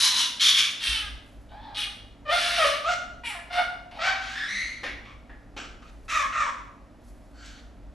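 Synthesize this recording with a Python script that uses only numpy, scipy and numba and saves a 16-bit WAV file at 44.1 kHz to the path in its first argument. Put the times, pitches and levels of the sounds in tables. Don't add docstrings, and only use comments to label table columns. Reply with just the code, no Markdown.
import sys
import numpy as np
from scipy import signal
from scipy.fft import rfft, irfft
from scipy.io import wavfile
from scipy.ndimage import uniform_filter1d
from numba import njit

SR = 44100
rng = np.random.default_rng(int(sys.argv[2]) if len(sys.argv) > 2 else 0)


def dump_mix(stems):
    frames = np.atleast_2d(stems).T
    limited = np.clip(frames, -1, 1)
    pcm = np.round(limited * 32767).astype(np.int16)
    wavfile.write(sys.argv[1], SR, pcm)


N = 350138

# t/s, pitch f/Hz, rasp (effort) level/dB, clear tone level/dB
FOX_CRIES = [
    [(0.0, 1025, -21, -47), (0.056, 1024, -19, -33), (0.132, 989.6, -28.5, -42), (0.2, 1013, -21, -36.5),
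     (0.27, 904, -30.5, -67)],
    [(0.395, 1050, -30.5, -55), (0.41, 1077, -20.5, -51), (0.427, 1100, -18, -40),
     (0.5, 1150, -18.5, -30.5), (0.53, 1046, -27.5, -47), (0.587, 1199, -18, -39), (0.69, 1156, -32.5, -52)],
    [(0.8, 470, -38, -43), (0.84, 458, -27.5, -52), (0.897, 454, -27.5, -45), (0.997, 429.4, -33, -44),
     (1.09, 400.3, -51, -44.5)],
    [(1.49, 735, -57.5, -79), (1.52, 752, -59, -51), (1.6, 852, -62, -57), (1.638, 878, -50, -53.5),
     (1.74, 783, -62, -48)],
    [(1.745, 405, -39, -53), (1.785, 417.8, -27.5, -46), (1.843, 417, -30.5, -67), (1.88, 398.2, -50, -38)],
    [(2.25, 598, -70.5, -46), (2.302, 603.4, -40.5, -28), (2.33, 705, -34, -26), (2.44, 686, -32.5, -43.5),
     (2.552, 689.3, -34.5, -50), (2.584, 691.4, -32.5, -27.5), (2.634, 606.3, -33.5, -21.5),
     (2.672, 561.6, -32, -35), (2.78, 594.5, -44, -41.5)],
    [(2.835, 573.4, -46, -33.5), (2.891, 711, -35.5, -23.5), (2.94, 699.6, -33.5, -31.5)],
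    [(3.235, 480, -47, -32), (3.255, 485, -34, -52), (3.3, 432.6, -32, -46.5), (3.35, 355, -40.5, -50.5),
     (3.4, 335.8, -47, -46.5)],
    [(3.5, 723, -52, -36), (3.533, 710.4, -31, -38.5), (3.597, 713.8, -31.5, -21.5),
     (3.65, 726, -36.5, -55)],
    [(3.91, 734, -45, -60), (3.93, 721, -51, -60), (3.98, 725, -46, -51)],
    [(3.985, 642.4, -43.5, -45), (4.021, 660, -28.5, -32.5), (4.05, 748.5, -26.5, -31.5),
     (4.077, 764, -24.5, -27), (4.2, 767, -44, -49.5)],
    [(4.21, 1502, -40, -49), (4.3, 1585, -38.5, -52.5), (4.382, 1761, -39, -40.5), (4.47, 1720, -47, -37.5),
     (4.5, 1974, -47, -38), (4.6, 2022, -49, -36), (4.72, 2098, -53, -46.5), (4.82, 2040, -57, -57)],
    [(4.83, 1858, -35, -45), (4.84, 1860, -28, -33), (4.904, 1957, -36.5, -55), (4.94, 2029, -48, -52)],
    [(5.05, 1131, -46.5, -64), (5.066, 1130, -51.5, -48.5), (5.14, 1099, -52, -66)],
    [(5.29, 1821, -63, -73), (5.296, 1780, -49.5, -59), (5.36, 1854, -68, -58)],
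    [(5.565, 1442, -40, -51), (5.575, 1479, -36.5, -46.5), (5.611, 1402, -49, -47.5),
     (5.66, 1378, -44, -57)],
    [(5.82, 1354, -58, -48.5), (5.85, 1275, -63.5, -64), (5.9, 1288, -58.5, -65)],
    [(6.08, 1270, -39.5, -29), (6.102, 1280, -28.5, -41), (6.15, 1320, -29, -24),
     (6.21, 1120, -30.5, -26.5), (6.27, 1090, -39, -35)],
    [(6.32, 1310, -38, -33), (6.41, 1200, -31, -22), (6.46, 1070, -35.5, -33), (6.5, 1050, -35.5, -30.5)],
    [(7.33, 1471, -81.5, -75), (7.37, 1490, -72, -64), (7.41, 1505, -67, -57), (7.46, 1560, -56.5, -63),
     (7.53, 1500, -65.5, -61), (7.6, 1450, -63, -69.5)],
]


def amp(db):
    return 10 ** (np.asarray(db) / 20)


def rms_one(x):
    return x / np.sqrt(np.mean(x ** 2) + 1e-20)


def at_hz(points, hz):
    points = np.array(points, float)
    return np.interp(np.log(hz + 1), np.log(points[:, 0] + 1), points[:, 1])


def band(x, low_hz, high_hz, order=2):
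    return signal.sosfilt(signal.butter(order, [low_hz, high_hz], "band", fs=SR, output="sos"), x)


def noise():
    return rng.standard_normal(N)


def drift(rate_hz):
    r = np.exp(-2 * np.pi * rate_hz / SR)
    wander = signal.lfilter([1], [1, -2 * r, r * r], rng.standard_normal(N + SR))
    return rms_one(wander[SR:])


@njit
def resonance(x, hz, width_hz, sr):
    out = np.zeros(len(x))
    r = np.exp(-np.pi * width_hz / sr)
    for i in range(2, len(x)):
        push = (1 - r * r) / 2 * (x[i] - x[i - 2])
        swing = 2 * r * np.cos(2 * np.pi * hz[i] / sr) * out[i - 1]
        out[i] = push + swing - r * r * out[i - 2]
    return out


def ring(x, hz, width_hz):
    return resonance(x, np.full(len(x), float(hz)), float(width_hz), SR)


def fox():
    # pitch wobble [share of pitch], unevenness of the fold beats/dB,
    # breath share [0-1], line at 1/2 the pitch [share of tone; the line at 3/2 is four times as strong]
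    voices = [(.03, 3, .8, 0), (.04, 3, .8, 0), (.01, 2, .6, 0), (.02, 3, .85, 0), (.015, 2, .65, 0),
              (.02, 2.5, .65, 0), (.014, 2.5, .6, 0), (.012, 3, .45, 0), (.02, 3, .65, 0), (.05, 3, .95, 0),
              (.022, 3, .7, 0), (.04, 2, .97, 0), (.08, 3, .85, 0), (.06, 3, .85, 0), (.05, 3, .85, 0),
              (.1, 3, .9, 0), (.1, 3, .9, 0), (.06, 3, .75, .09), (.06, 3, .75, .09), (.05, 3, .97, 0)]
    # partials 1, 2, 3 level/dB re tone, partials 4 and 5 level/dB re tone,
    # mouth resonance at start f/Hz, at end f/Hz, treble at greatest effort level/dB re rasp,
    # broad 3.6 kHz cavity level/dB re mouth resonance, top band level/dB re lower treble,
    # wheeze level/dB re mouth resonance
    colours = [ (-2, -6, -5, -16, 3970, 3300, -4.5, -19.5, 1, -7),
               (-12.5, -3, -14, -8, 3480, 2900, -7, -13.5, -0.5, -9),
               (-40, -13, -6, -2.5, 3250, 2750, -11.5, -15.5, 5, -4),
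               (4.5, -5, -12.5, -18, 3200, 3500, -34, -22, -2, -13.5),
               (-25, -1, -2, -13, 3450, 2800, -14, -20, 5, -6.5),
               (2, 0.5, -4, -9, 3500, 2200, -6.5, -23.5, 4, 6.5),
               (-1.5, 2, -20, -23, 2360, 2000, -7.5, -28.5, -8.5, 0.5),
               (-25, 1, -5, 0.5, 2600, 1250, -19.5, -22.5, 11.5, -18.5),
               (1, 1, -14, -15.5, 1720, 1400, -21.5, -11, 5.5, -5),
               (6.5, -7, -12, -8, 2500, 2100, -20, -29, 3, -4),
               (0.5, 5.5, -16, -28, 1670, 1300, -17.5, -25.5, -6.5, -3),
               (-0.5, -7.5, -14, -28, 1650, 1460, -14.5, -38.5, -4.5, -1),
               (-6, -18, -25, -31, 1810, 1990, -21.5, -26.5, -3, -10.5),
               (0, -18.5, -21, -22, 2600, 2030, -19, -23, -5.5, -20),
               (2.5, -34, -33, -35, 1400, 1600, -40, -30, -4, -27),
               (2, -10, -13, -8.5, 2600, 2100, -16.5, -20.5, -2, -2.5),
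               (2, -14, -23, -27, 2300, 1600, -7, -25.5, -7.5, 2),
               (-1, -22, -21, -30, 1770, 1500, -11, -27, -5.5, -11),
               (-1, -22, -23, -31, 1920, 890, -14, -26.5, -16.5, -13),
               (-0.5, -13, -5, -11.5, 5400, 2200, 0, -23, -15, 8.5)]
    gate, turn, progress, (hz, rasp_db, tone_db) = laid_out(rise_s=0.0025, fall_s=0.0075)
    wobble, uneven_db, breath, half = np.array(voices)[turn].T
    *partials_db, from_hz, to_hz, treble_db, cavity_db, top_db, wheeze_db = np.array(colours)[turn].T
    partials_db.append(partials_db[-1])
    mouth_hz = from_hz + (to_hz - from_hz) * progress

    # 0.74 dB less treble, re rasp, for each dB below the cry's loudest moment
    loudest_db = np.array([max(row[2] for row in rows) for rows in FOX_CRIES])[turn]
    treble_db = rasp_db + treble_db + 0.74 * (rasp_db - loudest_db)

    turns = np.cumsum(hz * (1 + wobble * drift(120))) / SR
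    cycle = 2 * np.pi * turns
    hiss = rms_one(noise() * (0.13 + (1 + np.cos(cycle)) ** 2 / 4))
    puffs = fold_puffs(hz, turns, uneven_db, breath, hiss)
    tone = clear_tone(cycle, partials_db, half) * amp(uneven_db * drift(70))
    tone += breath_clouds(hiss, hz, partials_db, breath)
    tone *= uniform_filter1d(gate, size=800) ** 2
    mouth = mouth_sound(puffs, mouth_hz, cavity_db, wheeze_db)
    nose = nose_sound(puffs, hiss, top_db)

    voice = amp(tone_db) * tone + amp(rasp_db) * rms_one(mouth) + amp(treble_db) * rms_one(nose)
    return band(gate * voice, 470, 16000, order=4) + chest_puffs()


def laid_out(rise_s, fall_s):
    t, gate, turn = np.arange(N) / SR, np.zeros(N), np.zeros(N, int)
    for k, rows in enumerate(FOX_CRIES):
        start, end = rows[0][0], rows[-1][0]
        opening = (t - start) / rise_s
        closing = (end - t) / fall_s + 1
        gate = np.maximum(gate, np.clip(np.minimum(opening, closing), 0, 1))
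        turn[t >= start] = k
    start, end = np.array([(rows[0][0], rows[-1][0]) for rows in FOX_CRIES])[turn].T
    progress = np.clip((t - start) / (end - start), 0, 1)
    s, *columns = np.concatenate(FOX_CRIES).T
    return gate, turn, progress, [np.interp(t, s, c) for c in columns]


def clear_tone(cycle, partials_db, half):
    partials = sum(amp(db) * np.sin(k * cycle) for k, db in enumerate(partials_db, 1))
    return partials + half * (np.sin(cycle / 2) + 4 * np.sin(3 * cycle / 2))


def fold_puffs(hz, turns, uneven_db, breath, hiss):
    top_hz, most = 9000, 21
    cycle = 2 * np.pi * turns
    beats = sum(np.cos(k * cycle) * (k * hz < top_hz) for k in range(1, most + 1))
    beats /= np.sqrt(np.minimum(top_hz / hz, most) / 2)
    force = np.clip(rng.standard_normal(N), -2, 2)[np.round(turns).astype(int)]
    beats *= amp(uneven_db * force)
    flutter = amp(2 * np.clip(drift(180), -2, 2))
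    return (np.sqrt(1 - breath ** 2) * beats + breath * hiss) * flutter


def breath_clouds(hiss, hz, partials_db, breath):
    cloud_widths = (329, 454, 550., 650., 750.)
    clouds = np.zeros(N)
    for k, db in enumerate(partials_db):
        once = resonance(hiss, (k + 1) * hz, cloud_widths[k], SR)
        cloud = rms_one(resonance(once, (k + 1) * hz, cloud_widths[k], SR))
        clouds += amp(db + 4 - 60 * (1 - breath)) * cloud
    return clouds


def mouth_sound(puffs, mouth_hz, cavity_db, wheeze_db):
    once = resonance(puffs, mouth_hz, 1300.0, SR)
    mouth = rms_one(resonance(once, mouth_hz, 1800.0, SR))
    wheeze = rms_one(band(noise(), 1400, 4620))
    cavity = rms_one(ring(puffs, 3560, 2700))
    return band(mouth + amp(wheeze_db) * wheeze + amp(cavity_db) * cavity, 900, 5100, order=3)


def nose_sound(puffs, hiss, top_db):
    # f/Hz, width f/Hz, level/dB
    cavities = [(5090, 760, 6.5), (6950, 1900, 8), (9370, 950, -3)]
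    air = puffs + amp(18.5) * hiss
    nose = sum(amp(db) * (-1) ** k * ring(air, f, w) for k, (f, w, db) in enumerate(cavities))
    nose = nose + amp(-4.0) * air
    return band(nose, 5430, 8640, order=3) + amp(top_db) * band(nose, 7335, 11010, order=3)


def chest_puffs():
    # start t/s, starting level/dB, time to fall 60 dB t/s
    coughs = [(4.833, -36, 0.21), (5.296, -51, 0.2), (5.565, -40.5, 0.25)]
    chest = np.zeros(N)
    for s, db, t60 in coughs:
        age = np.arange(N) / SR - s
        chest += amp(db - 60 * np.maximum(age, 0) / t60) * (age > 0)
    return chest * rms_one(band(noise(), 279.5, 970))


def small_noises():
    # peak t/s, level there before the grainy flutter/dB
    rustles = [(1.27, -69), (5.86, -73.5), (6.05, -75.5), (7.03, -72.5), (7.09, -81.5), (7.25, -82.5),
               (7.46, -73.5)]
    # t/s, click level before its band-pass/dB
    ticks = [(7.083, -53.5), (7.0994, -54)]
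    rise_db_per_s, fade_db_per_s = 250, 57
    t = np.arange(N) / SR
    brushes = np.zeros(N)
    for s, db in rustles:
        brushes += amp(db - np.maximum(rise_db_per_s * (s - t), fade_db_per_s * (t - s)))
    rustle = brushes * amp(3.5 * drift(47)) * rms_one(band(noise(), 3400, 13000))
    clicks = np.zeros(N)
    for s, db in ticks:
        clicks[round(s * SR)] = amp(db)
    return rustle + band(clicks, 5000, 12000)


def room(x, wet_db):
    # f/Hz, time to fall 60 dB t/s
    room_t60 = [(300, 0.97), (800, 0.69), (2100, 0.59), (5500, 0.54), (11000, 0.47)]
    # f/Hz, side re mid level/dB
    room_side = [(300, -12), (700, -10), (1300, -2), (2500, -9), (5000, -12), (9000, -5)]
    t = np.arange(int(.9 * SR)) / SR
    edges = 200 * 2 ** np.arange(0, 6.6, .5)
    tail = 0
    for low, high in zip(edges, edges[1:]):
        hz = np.sqrt(low * high)
        t60 = at_hz(room_t60, hz)
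        even_power = np.sqrt(2 * np.log(1000) / t60 / SR)
        dying = amp(-60 * t / t60) * np.clip(t / 0.0047, 0, 1) * even_power
        width = [[1], [amp(at_hz(room_side, hz))]]
        tail = tail + band(rng.standard_normal((2, len(t))), low, high) * dying * width
    mid, side = amp(wet_db) * signal.fftconvolve(x[None], tail, axes=1)[:, :N]
    return np.array([mid + side, mid - side])


def house():
    drone = appliance_drone() * amp([[-2], [1.5]])
    low = rumble() + footfalls()
    apart = amp(-18) * np.roll(low, SR // 200)
    return air_noise() + drone + np.array([low + apart, low - apart])


def air_noise():
    # f/Hz, relative level per Hz/dB
    house_air = [(44, -29), (75, -8), (143, -12), (280, -13), (430, -18), (621, -13.5), (804, -18.5),
                 (1040, -24.5), (1350, -24.5), (1570, -28), (1870, -28), (2870, -35), (13000, -49)]
    hz = np.fft.rfftfreq(N, 1 / SR)
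    shape = amp(at_hz(house_air, hz)) * (hz > 85)
    mid, side = irfft(rfft(rng.standard_normal((2, N))) * shape, N)
    side *= amp(-13)
    return amp(-55.5) * rms_one(np.array([mid + side, mid - side]))


def appliance_drone():
    # f/Hz, width f/Hz, level before the left-right balance/dB
    hum = [(102.3, 4.4, -61), (193, 9.06, -67.5), (240.8, 7.1, -62), (284.5, 8.24, -61)]
    return sum(amp(db) * rms_one(ring(noise(), f, w)) for f, w, db in hum)


def rumble():
    # t/s, level/dB
    rumble_path = [(0.0, -61), (0.78, -68), (0.91, -45), (1.13, -45), (1.25, -51), (4.3, -50.5),
                   (6.15, -48), (6.8, -54.5), (7.74, -49)]
    shake = rms_one(band(noise(), 42, 61, order=3)) + amp(-7) * rms_one(band(noise(), 20, 38))
    level_db = np.interp(np.arange(N) / SR, *np.transpose(rumble_path))
    return amp(level_db - 0.5 * drift(3.9)) * shake


def footfalls():
    # start t/s, starting level of the decay before the swell/dB, f/Hz, time to fall 60 dB t/s
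    thumps = [(0.88, -17.5, 54.7, 0.22), (1.03, -19.5, 66.6, 0.1), (4.518, -30.5, 198.3, 0.19)]
    low = np.zeros(N)
    for s, db, f, t60 in thumps:
        age = np.maximum(np.arange(N) / SR - s, 0)
        swell = np.clip(age / 0.063, 0, 1)
        low += amp(db - 60 * age / t60) * swell * np.sin(2 * np.pi * f * age)
    return low


def scene():
    near = fox() + small_noises()
    return near * amp([[.5], [-.5]]) + room(near, wet_db=-1.5) + house()


def record(dry):
    # f/Hz, lead of left over right [radians]
    ports = [(0, 0), (860, -.5), (1290, -.2), (2930, .35), (7750, -.2), (8270, 1.6), (8700, 2.2),
             (9560, 1.5), (10400, .2), (11600, -.5), (12300, -2.6)]
    lead = np.exp(.5j * at_hz(ports, np.fft.rfftfreq(N, 1 / SR)))
    out = irfft(rfft(dry) * [lead, lead.conj()], N)
    out = signal.sosfilt(signal.cheby2(10, 30, 13300, fs=SR, output="sos"), out)
    return signal.sosfilt(signal.cheby2(12, 70, 15900, fs=SR, output="sos"), out)


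dry = scene()
out = record(dry)
dump_mix(out)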